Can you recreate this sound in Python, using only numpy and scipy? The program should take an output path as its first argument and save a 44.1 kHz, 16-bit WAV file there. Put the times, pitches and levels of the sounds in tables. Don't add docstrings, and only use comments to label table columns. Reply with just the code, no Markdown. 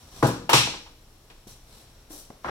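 import sys
import numpy as np
from scipy import signal
from scipy.io import wavfile

SR = 44100
rng = np.random.default_rng(int(sys.argv[2]) if len(sys.argv) > 2 else 0)


def persist_wave(psi):
    counts = np.round(np.clip(psi, -1, 1) * 32767).astype(np.int16)
    wavfile.write(sys.argv[1], SR, np.atleast_2d(counts).T)


N = 110250
T = np.arange(N) / SR
TAIL = T[:SR]
BANDS = 25 * 2 ** (np.arange(29) / 3)
EARS = np.array([[1], [-1]])
SWELL_CYCLES = 1.3

# (frequency [Hz], t60 [s])
ROOM_DECAY = [(60, 0.82), (150, 0.79), (400, 0.45), (1000, 0.38), (2500, 0.48), (5500, 0.5), (8000, 0.41),
              (14000, 0.25)]
# (frequency [Hz], left minus right [dB])
DIRECT_BALANCE = [(170, 2.4), (300, -1.5), (550, 10), (1200, -1.5), (3000, 1.5), (7000, -2), (12000, 13.5)]


def from_db(db):
    return 10 ** (np.asarray(db) / 20)


def at_hz(points, hz):
    table = np.array(points)
    return np.interp(np.log(hz), np.log(table[:, 0]), table[:, 1])


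def dying(t60):
    return 1000.0 ** (-TAIL / max(t60, .002))


def add(out, s, sound):
    i = max(int(s * SR), 0)
    out[:, i:i + sound.shape[-1]] += sound[..., :N - i]


def from_left(x):
    right_lag_s = 0.00015
    left, right = np.broadcast_to(x, (2, len(TAIL)))
    return np.array([left, np.interp(TAIL - right_lag_s, TAIL, right, left=0)])


def unevenness(length, spread_db, grain_s):
    levels = from_db(spread_db * np.clip(rng.standard_normal(length), -2, 2))
    return levels[(T[:length] / grain_s).astype(int)]


def band_noise(k, envelope, direct=0):
    # (frequency [Hz], likeness [0 to 1])
    ear_likeness = [(160, .997), (290, .9), (500, .74), (1000, .64), (2000, .15), (5000, .1), (14000, .05)]
    # (frequency [Hz], left minus right [dB])
    diffuse_balance = [(200, .2), (600, 2.9), (3000, 0.72), (7000, 1.5), (12000, 8.2)]
    hz = BANDS[k]
    edges = [hz / 2 ** (1 / 6), hz * 2 ** (1 / 6)]
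    sos = signal.butter(2, edges, "band", fs=SR, output="sos")
    noise = signal.sosfilt(sos, rng.standard_normal((2, len(envelope))) * envelope + 1e-18)
    energy_ratio = np.sum(envelope ** 2) / np.sum(noise ** 2, axis=1, keepdims=True)
    common, opposed = noise * np.sqrt(energy_ratio)
    alike = np.clip(direct + (1 - direct) * at_hz(ear_likeness, hz), 0, .999)
    stereo = np.sqrt((1 + alike) / 2) * common + np.sqrt((1 - alike) / 2) * opposed * EARS
    balance_db = at_hz(DIRECT_BALANCE if direct else diffuse_balance, hz)
    return stereo * from_db(EARS * balance_db / 2)


def blow(band_db, t60, room_db):
    room_build_s, direct_likeness = 0.018, 0.11
    room_bass_hz = 260
    out = 0
    build = 1 - np.exp(-TAIL / room_build_s)
    early = unevenness(SR, spread_db=3, grain_s=.0004) * dying(t60)
    early = early * np.linalg.norm(dying(t60)) / np.linalg.norm(early)
    for k, hz in enumerate(BANDS):
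        body = band_noise(k, early, direct_likeness)
        room = band_noise(k, build * dying(at_hz(ROOM_DECAY, hz)))
        room = room / np.hypot(1, room_bass_hz / hz)
        out = out + from_db(band_db[k]) * (body + from_db(room_db) * room)
    return out


def ring(modes, weight_db, spread=0, cycles=0):
    out = 0
    for k, (hz, db, t60) in enumerate(modes):
        strength_db = db + weight_db(hz) + rng.uniform(-1.6, 1)
        gain = np.cos(np.pi * k) * from_db(strength_db + EARS * at_hz(DIRECT_BALANCE, hz) / 2)
        swell = 1 - np.exp(-TAIL * hz / cycles) if cycles else 1
        phase = EARS * spread * rng.uniform(-0.89, 1)
        out = out + gain * swell * dying(t60) * np.sin(2 * np.pi * hz * TAIL + phase)
    return out


def workshop_air():
    # (frequency [Hz], level per third octave [dB])
    air_spectrum = [(25, -58.5), (35, -67), (50, -66), (75, -64.5), (100, -73), (200, -72), (400, -70.5),
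                    (1000, -72), (2000, -73.5), (4000, -69.5), (6000, -73.5), (10000, -73), (15000, -75.5)]
    hum_hz, hum_db = 120, -62.5
    air = sum(from_db(at_hz(air_spectrum, hz)) * band_noise(k, np.ones(N)) for k, hz in enumerate(BANDS))
    return air + from_db(hum_db) * np.sin(2 * np.pi * hum_hz * T)


def swishes():
    # (start [s], rise [s], hold [s], level [dB],
    # treble tilt [dB per octave], pitch of the rasp [Hz])
    strokes = [(0.0, 0.0025, 0.092, -64.5, -2.5, 5700), (0.092, 0.085, 0.022, -54, -2, 5870),
               (1.468, 0.0067, 0.039, -58, 1, 6000), (1.628, 0.11, 0.078, -62, -1, 4160),
               (1.846, 0.039, 0.111, -72.5, -3.5, 5700), (2.092, 0.029, 0.072, -55, 4, 5960),
               (2.427, 0.029, .03, -60.5, -6, 5840)]
    # (frequency [Hz], level per third octave [dB])
    cloth_spectrum = [(100, -8), (300, -12.5), (900, -8), (2000, -13), (4000, -1), (6000, -8), (9000, -1),
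                      (15000, -9.5)]
    rasp_db, rasp_width_hz = -4, 500
    snags = unevenness(N, spread_db=1.5, grain_s=0.0033)
    snags = snags / np.sqrt(np.mean(snags ** 2))

    def stroke(hz, s, rise, hold, db, tilt_db):
        end = s + rise + hold
        fade_db = -60 * np.maximum(T - end, 0) / at_hz(ROOM_DECAY, hz)
        attack = np.clip((T - s) / max(rise, .003), 0, 1)
        rubbing = attack * np.where(T < end, snags, 1)
        return rubbing * from_db(db + fade_db + tilt_db * np.log2(max(hz, 1000) / 5000))

    out = 0
    for k, hz in enumerate(BANDS):
        power = sum(stroke(hz, *shape) ** 2 for *shape, rasp_hz in strokes)
        out = out + from_db(at_hz(cloth_spectrum, hz)) * band_noise(k, np.sqrt(power))
    for *shape, rasp_hz in strokes:
        peak = signal.iirpeak(rasp_hz, rasp_hz / rasp_width_hz, fs=SR)
        rasp = signal.lfilter(*peak, rng.standard_normal((2, N)))
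        out = out + from_db(rasp_db) * stroke(rasp_hz, *shape) * rasp / rasp.std()
    return out


def footsteps():
    # (time [s], level [dB], pitch of the thump [Hz], t60 of the thump [s],
    # thump over scuff [dB], centre of the scuff [Hz], room [dB])
    footfalls = [(1.4693, -49, 224, 0.034, 12, 376, -29), (2.105, -48.5, 314, 0.08, 11.5, 640, -3),
                 (2.135, -51, 296, 0.16, 8.5, 605, -7.5), (2.302, -41, 226, 0.043, 6, 610, -14)]
    scuff_slope_db, scuff_t60_s = 7, 0.018
    out = np.zeros((2, N))
    for s, db, hz, t60, thump_db, scuff_hz, room_db in footfalls:
        scuff_spectrum_db = -scuff_slope_db * abs(np.log2(BANDS / scuff_hz))
        scuff = blow(scuff_spectrum_db, scuff_t60_s, room_db)
        thump = from_db(thump_db) * dying(t60) * np.sin(2 * np.pi * hz * TAIL)
        add(out, s, from_db(db) * from_left(scuff + thump))
    return out


def housing():
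    # (time [s], level [dB])
    rocks = [(0.4919, -11), (0.5305, -7), (0.669, -30), (0.735, -41.5), (0.861, -41)]
    # (frequency [Hz], level [dB], t60 [s])
    shell_modes = [(815, -12, 0.056), (910, -1.5, 0.067), (1047, -18, 0.059), (1236, -13, 0.21),
                   (1335, -18, 0.049), (2515, -17, 0.14), (2790, -10.5, 0.1)]
    centre_hz, slope_db, body_db = 980, 17, -10
    out = np.zeros((2, N))
    spectrum_db = body_db - slope_db * abs(np.log2(BANDS / centre_hz))
    body = blow(spectrum_db, t60=0.16, room_db=-12)
    for s, db in rocks:
        shell = ring(shell_modes, lambda hz: 0, cycles=SWELL_CYCLES)
        add(out, s, from_db(db) * from_left(body + shell))
    return out


def tool():
    # (time [s], level [dB], treble tilt [dB per octave],
    # room [dB], first crack [dB])
    contacts = [(0.227, -43, 1.5, 3.5, -10), (0.268, -48.5, 8, -4.5, -14), (0.4926, -32, -3.5, 0, 13),
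                (0.4962, -53, 12.5, -7, 3.5), (0.5288, -29, -3, -2.5, 22.5), (0.5321, -23.5, -0.2, 2.5, 4),
                (1.3, -57, -4.5, -8, 9)]
    # (frequency [Hz], level per third octave [dB])
    hard_spectrum = [(100, -45.5), (300, -10.5), (600, -17.5), (900, -6), (1800, -6.5), (2600, 2.5),
                     (4000, 3), (5500, -3.5), (7500, -2), (10000, -6), (15000, -16)]
    # (delay [s], level [dB])
    near_echoes = [(.0033, -3.5), (.0062, -11), (0.012, -1), (0.018, -11), (0.0235, 3)]
    tool_pitches = [1405, 2285, 2421, 2552, 2695, 2865, 2992, 3381, 3834, 4021, 4395, 4807, 5394, 5749]
    tool_levels = [-14, -13, -12, -12, -10, -12, -10, -12, -12, -13, -12, -12, -15, -15]
    clatter_t60_s, ring_t60_s = 0.11, 0.55
    ring_over_room_db = -1.5
    out = np.zeros((2, N))
    crack_band = signal.butter(2, [645, 2850], "band", fs=SR, output="sos")
    impulse = (TAIL == 0) + 1e-18
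    crack = from_db(16) * signal.sosfilt(crack_band, impulse)
    modes = [(hz, db, ring_t60_s) for hz, db in zip(tool_pitches, tool_levels)]
    for s, db, tilt_db, room_db, crack_db in contacts:
        def colour_db(hz):
            return tilt_db * np.log2(np.maximum(hz, 500) / 3000)

        clatter = blow(at_hz(hard_spectrum, BANDS) + colour_db(BANDS), clatter_t60_s, room_db)
        ringing = from_db(room_db + ring_over_room_db) * ring(modes, colour_db, spread=1.0)
        add(out, s, from_db(db) * from_left(clatter + ringing))
        for delay, echo_db in [(0.0019, 0)] + near_echoes:
            add(out, s + delay, from_db(db + crack_db + echo_db) * from_left(crack))
    return out


def sheet():
    # (time [s], level [dB], bass cut [Hz], treble cut [Hz],
    # t60 of the body [s], room [dB], ring of the modes [dB])
    blows = [(0.2254, -19.5, 120, 1490, 0.066, -8, 2), (0.2436, -24, 240, 1020, 0.098, -8, -3.5),
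             (0.2865, -28.5, 300, 1400, 0.031, -9.5, -4.5), (0.492, -30, 328, 1715, 0.11, -5.5, -1),
             (0.5293, -20, 560, 2120, 0.06, -8.5, -4), (0.5315, -30, 101.2, 190, 0.088, -0.5, 10.5),
             (0.672, -30, 646, 860, 0.032, -20, -6), (0.737, -40, 510, 1290, 0.077, -9, -13),
             (2.4443, -33.5, 555, 3590, 0.12, -0.5, -8), (2.4795, -36.5, 360, 3620, 0.047, -11, 1.5),
             (2.4843, -35, 700, 4200, 0.065, 7, -6)]
    # (frequency [Hz], level per third octave [dB])
    wood_spectrum = [(30, -25), (55, -32), (75, -31), (97, -4), (125, -6.5), (200, -6), (330, -3),
                     (520, -2.5), (700, -7.5), (950, 1), (1550, -1), (2100, -12), (4000, -17), (8000, -26),
                     (15000, -17.5)]
    sheet_pitches = [70, 119, 140, 182, 217, 262, 306, 361, 479, 543, 659, 827, 909, 996, 1062, 1152, 1241]
    # (level [dB], t60 [s])
    sheet_damping = [(-11, 0.78), (2.5, 0.36), (4, 0.29), (-7, 0.5), (-10.5, 0.37), (-3, 0.33), (-2, 0.44),
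                     (-4.5, 0.17), (-18, 0.92), (-7.5, 0.22), (0, 0.11), (-6, 0.35), (-16, 0.39),
                     (-13, 0.4), (-22.5, 0.22), (-21, 0.28), (-13, 0.23)]
    out = np.zeros((2, N))
    modes = [(hz, db, t60) for hz, (db, t60) in zip(sheet_pitches, sheet_damping)]
    for s, db, low_hz, high_hz, t60, room_db, ring_db in blows:
        def contact_db(hz):
            return -10 * np.log10((1 + (low_hz / hz) ** 3) * (1 + (hz / high_hz) ** 4))

        thud = blow(at_hz(wood_spectrum, BANDS) + contact_db(BANDS), t60, room_db)
        ringing = from_db(ring_db) * ring(modes, contact_db, cycles=SWELL_CYCLES)
        add(out, s, from_db(db) * from_left(thud + ringing))
    return out


def scene():
    return workshop_air() + swishes() + footsteps() + housing() + tool() + sheet()


def record(dry):
    # (frequency [Hz], width [Hz], added gain [factor])
    mic_resonances = [(3960, 100, 0.14), (5690, 400, 1.4), (7370, 450, 0.79), (9620, 540, 0.63),
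                      (11860, 430, 1)]
    cutoff_hz, fade_s = 15850, .002
    coloured = dry
    for hz, width, gain in mic_resonances:
        peak = signal.iirpeak(hz, hz / width, fs=SR)
        coloured = coloured + gain * signal.lfilter(*peak, dry)
    fade = np.minimum((T[-1] - T) / fade_s, 1)
    clipped = np.clip(coloured, -.93, .93) * fade
    top_cut = signal.ellip(10, .2, 70, cutoff_hz, fs=SR, output="sos")
    return signal.sosfilt(top_cut, clipped)


dry = scene()
out = record(dry)
persist_wave(out)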